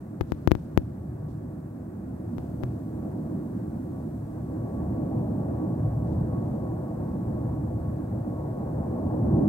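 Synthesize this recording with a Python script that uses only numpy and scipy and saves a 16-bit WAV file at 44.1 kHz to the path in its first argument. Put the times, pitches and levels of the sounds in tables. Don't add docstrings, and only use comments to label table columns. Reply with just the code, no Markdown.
import sys
import numpy as np
from scipy import signal
from scipy.fft import rfft, irfft
from scipy.io import wavfile

SR = 44100
rng = np.random.default_rng(int(sys.argv[2]) if len(sys.argv) > 2 else 0)


def transcribe(u):
    v = np.clip(np.atleast_2d(u).T, -1, 1)
    q = np.round(v * 32767).astype(np.int16)
    wavfile.write(sys.argv[1], SR, q)


N = 418068

# time_s, rumble_db, drone_db, rush_db
ENGINE_SWELL = [(0, -44, -43, -55), (0.65, -38.5, -39, -54.0), (1.3, -37, -40.5, -53.5),
                (1.7, -42, -40.5, -55.0), (2.35, -36.0, -36.5, -50), (2.85, -38.5, -37.5, -50),
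                (3.05, -36.5, -33.5, -46.5), (3.65, -38, -34, -50), (4.25, -36.5, -38.5, -50),
                (4.9, -32, -32.5, -42.5), (5.66, -32, -30.5, -40.5), (5.9, -27.0, -37.5, -43.5),
                (6.24, -28.5, -30.5, -42), (6.88, -35, -36.0, -43.5), (7.12, -32, -32, -42.5),
                (7.9, -31, -35.5, -45), (8.72, -34, -34.5, -41), (9.1, -31, -31.0, -39.0),
                (9.32, -23, -24, -36.5), (9.46, -28.5, -19.5, -36)]
# pitch_hz, relative_level_db
ENGINE_COLOUR = [(25, -30.5), (40, -12), (70, -0.5), (120, 3), (200, -1), (330, -8), (440, -17), (630, -18),
                 (1000, -28.5), (1300, -40), (1700, -44.5), (2150, -55), (2600, -59), (3200, -76.5),
                 (6000, -90.5)]
# pitch_hz, left_minus_right_db, left_lead_rad, likeness (0 to 1)
PORT_DIFFERENCES = [(60, 0, -0.01, 0.99), (142, 0.65, 0.03, 1.0), (218, -2, 0.0045, 0.99),
                    (277, -4.5, 0.66, 0.98), (390, -2.9, 1.23, 0.66), (500, 7.5, 2.06, 0.5),
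                    (624, 6, 0.59, 1), (890, 0.5, 1.36, 1), (1130, 2, 1.45, 0.1), (1560, -9, 1.2, 0.5),
                    (2300, -7, 1.4, 0), (3500, 5.5, -1.67, 0.22)]
# pitch_hz, width_hz, boost_db
PHONE_RESONANCES = [(76, 12, 4.5), (111.2, 21, 6.5), (150.4, 11, 6.5), (177, 5.9, 0), (256, 18, 2.5),
                    (311, 16.3, 7.5), (361.8, 16, 4.5), (503, 18, 7)]
# start_s, relative_strength_db
PORT_TAPS = [(0.210, -20), (0.2124, -24.5), (0.3208, -20), (0.4752, -12), (0.511, -25.5), (0.517, -10.5),
             (0.552, -24.5), (0.7756, -11), (2.383, -31), (2.6308, -39), (2.6357, -25.5)]
# pitch_hz, relative_level_db
TAP_COLOUR = [(20, -32), (40, -13), (65, 2), (110, 0.5), (170, -3.5), (260, -3.5), (340, -2), (430, -10),
              (1000, -18), (2200, -31), (6500, -46.5), (9400, -63), (12500, -47), (16000, -52)]
# pitch_hz, left_relative_db, right_relative_db
HISS_COLOUR = [(3180, -3.5, -7.5), (4300, -4.5, -4), (5500, -6, -6.5), (7000, -2.5, -6.5), (8540, -1, 0.5),
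               (9900, -3.5, -12), (12000, -0.5, -8.5), (15000, -1.5, -7.5)]
# start_s, level_db, decay_s
SCUFFS_AND_RUSTLES = [(0.27, -73, 0.23), (0.57, -79, 0.17), (1.283, -71, .05), (6.07, -77, .2),
                      (6.45, -77, .1)]

WHINE_HZ, SINKS_FROM_S, SINK_HZ_PER_S = 1129, 4.4, 6.5
WHINE_DB, WHINE_FOLLOW = -66, 0.6
PASSING_DB, PASSING_RISE_S = 5.5, 0.52
HISS_DB, HISS_RISE_DB, HISS_RISE_S, HISS_RISE_LENGTH_S = -69.5, 3, 2.04, 0.34
START_S, TOP_HZ = 0.008, 15800


def undb(db):
    return 10 ** (np.asarray(db) / 20)


def unit(x):
    return x / np.sqrt(np.mean(x ** 2))


def seconds():
    return np.arange(N) / SR


def curves(table):
    time_s, *columns = np.transpose(table)
    return [np.interp(seconds(), time_s, column) for column in columns]


def bins():
    return np.maximum(np.arange(N // 2 + 1) * SR / N, 1)


def spectra(table):
    pitch_hz, *columns = np.transpose(table)
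    return [np.interp(np.log(bins()), np.log(pitch_hz), column) for column in columns]


def white():
    return rfft(rng.standard_normal(N))


def walk(rate):
    return unit(irfft(white() * np.exp(-(bins() / rate) ** 2), N))


def resonance_db():
    return sum(db / (1 + (2 * (bins() - hz) / width) ** 2) for hz, width, db in PHONE_RESONANCES)


def causal(db, size=4096):
    cepstrum = irfft(np.log(undb(db)), N)
    cepstrum[1:N // 2] *= 2
    cepstrum[N // 2 + 1:] = 0
    response = irfft(np.exp(rfft(cepstrum)), N)
    return response[:size]


def at_ports():
    balance_db, lead_rad, likeness = spectra(PORT_DIFFERENCES)
    likeness = np.clip(likeness, 0, 1)
    side = np.array([[1], [-1]])
    shared = np.sqrt(likeness) * white() * np.exp(0.5j * side * lead_rad)
    separate = np.sqrt(1 - likeness) * np.array([white(), white()])
    gain = undb(side * balance_db / 2)
    return (shared + separate) * gain / np.sqrt(np.mean(gain ** 2, axis=0))


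def roar_and_air(low_hz=170, high_hz=420, top_hz=1200, rumble_db=0, drone_db=0.32, rush_db=1.7,
                 air_db=-64, air_follow=0.23, flutter_db=0.74, flutter_rate=14):
    sound = at_ports() * undb(spectra(ENGINE_COLOUR)[0] + resonance_db())
    below_low, below_high, below_top = (
        1 / (1 + (bins() / hz) ** 14) for hz in (low_hz, high_hz, top_hz))
    bands = below_low, below_high - below_low, below_top - below_high, 1 - below_top
    rumble, drone, rush = curves(ENGINE_SWELL)
    air = air_db + air_follow * (rush - np.mean(rush))
    levels_db = rumble + rumble_db, drone + drone_db, rush + rush_db, air
    out = 0
    for band, level_db in zip(bands, levels_db):
        fluttering_db = level_db + flutter_db * walk(flutter_rate)
        out = out + unit(irfft(sound * band, N)) * undb(fluttering_db)
    return out


def whine(waver=0.0026, waver_rate=35, drift=0.001995, drift_rate=1.2,
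          scatter=1.4, scatter_rate=12, left_db=-2, right_db=1, left_lead_rad=1.16):
    rush = curves(ENGINE_SWELL)[2]
    passing_s = np.maximum(seconds() - SINKS_FROM_S, 0)
    swell_db = WHINE_FOLLOW * (rush - np.mean(rush))
    clearer_db = PASSING_DB * np.minimum(passing_s / PASSING_RISE_S, 1)
    level_db = WHINE_DB + swell_db + clearer_db
    sinking_hz = WHINE_HZ - SINK_HZ_PER_S * passing_s
    pitch_hz = sinking_hz * (1 + waver * walk(waver_rate) + drift * walk(drift_rate))
    phase = 2 * np.pi * np.cumsum(pitch_hz) / SR
    paths = 1 + scatter * (walk(scatter_rate) + 1j * walk(scatter_rate)) / np.sqrt(2)
    tone = np.sqrt(2 / (1 + scatter ** 2)) * paths * np.exp(1j * phase) * undb(level_db)
    left = undb(left_db) * tone * np.exp(1j * left_lead_rad)
    right = undb(right_db) * tone
    return np.imag([left, right])


def taps(tap_db=12.0, ring=0.37, release_db=-65, release_s=0.12, release_hz=3500):
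    pushes = np.zeros(N)
    for start_s, strength_db in PORT_TAPS:
        pushes[int(start_s * SR)] += undb(strength_db + tap_db)
    response = causal(spectra(TAP_COLOUR)[0] + ring * resonance_db())
    response = response / np.max(np.abs(response))
    thumps = signal.fftconvolve(pushes, response)[:N]
    t = seconds()
    since_tap_s = t - np.maximum.accumulate(np.where(pushes > 0, t, -np.inf))
    fading = np.exp(-since_tap_s / release_s)
    soft_noise = unit(irfft(white() / (1 + (bins() / release_hz) ** 2), N))
    released_hiss = soft_noise * fading * undb(release_db)
    return np.array([thumps + released_hiss, np.zeros(N)])


def bump(pitch_hz=125, decay_s=0.032, level_db=-21):
    start_s = PORT_TAPS[-1][0] + 0.005
    age_s = np.maximum(seconds() - start_s, 0)
    return undb(level_db) * np.sin(2 * np.pi * pitch_hz * age_s) * np.exp(-age_s / decay_s)


def scuffs_and_leaves(centre_hz=4200, spread=0.82, patchy_db=3.0, patchy_rate=40):
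    band = np.exp(-(np.log(bins() / centre_hz) / spread) ** 2)
    t = seconds()
    strength = sum(undb(level_db) * (t >= start_s) * np.exp(-np.abs(t - start_s) / decay_s)
                   for start_s, level_db, decay_s in SCUFFS_AND_RUSTLES)
    noise = unit(irfft(np.array([white(), white()]) * band, N))
    return noise * strength * undb(patchy_db * walk(patchy_rate))


def hiss(edge_hz=1800):
    treble = 1 / (1 + (edge_hz / bins()) ** 2)
    noise = np.array([irfft(white() * treble * undb(db), N) for db in spectra(HISS_COLOUR)])
    risen = np.clip((seconds() - HISS_RISE_S) / HISS_RISE_LENGTH_S, 0, 1)
    return unit(noise) * undb(HISS_DB + HISS_RISE_DB * risen)


def scene():
    return roar_and_air() + whine() + taps() + bump() + scuffs_and_leaves() + hiss()


def record(dry):
    fade_in = np.sin(np.pi / 2 * np.minimum(seconds() / START_S, 1)) ** 2
    clipped = np.clip(dry * fade_in, -1, 1)
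    top_cut = signal.ellip(10, 0.2, 70, TOP_HZ, fs=SR, output="sos")
    return signal.sosfilt(top_cut, clipped)


dry = scene()
out = record(dry)
transcribe(out)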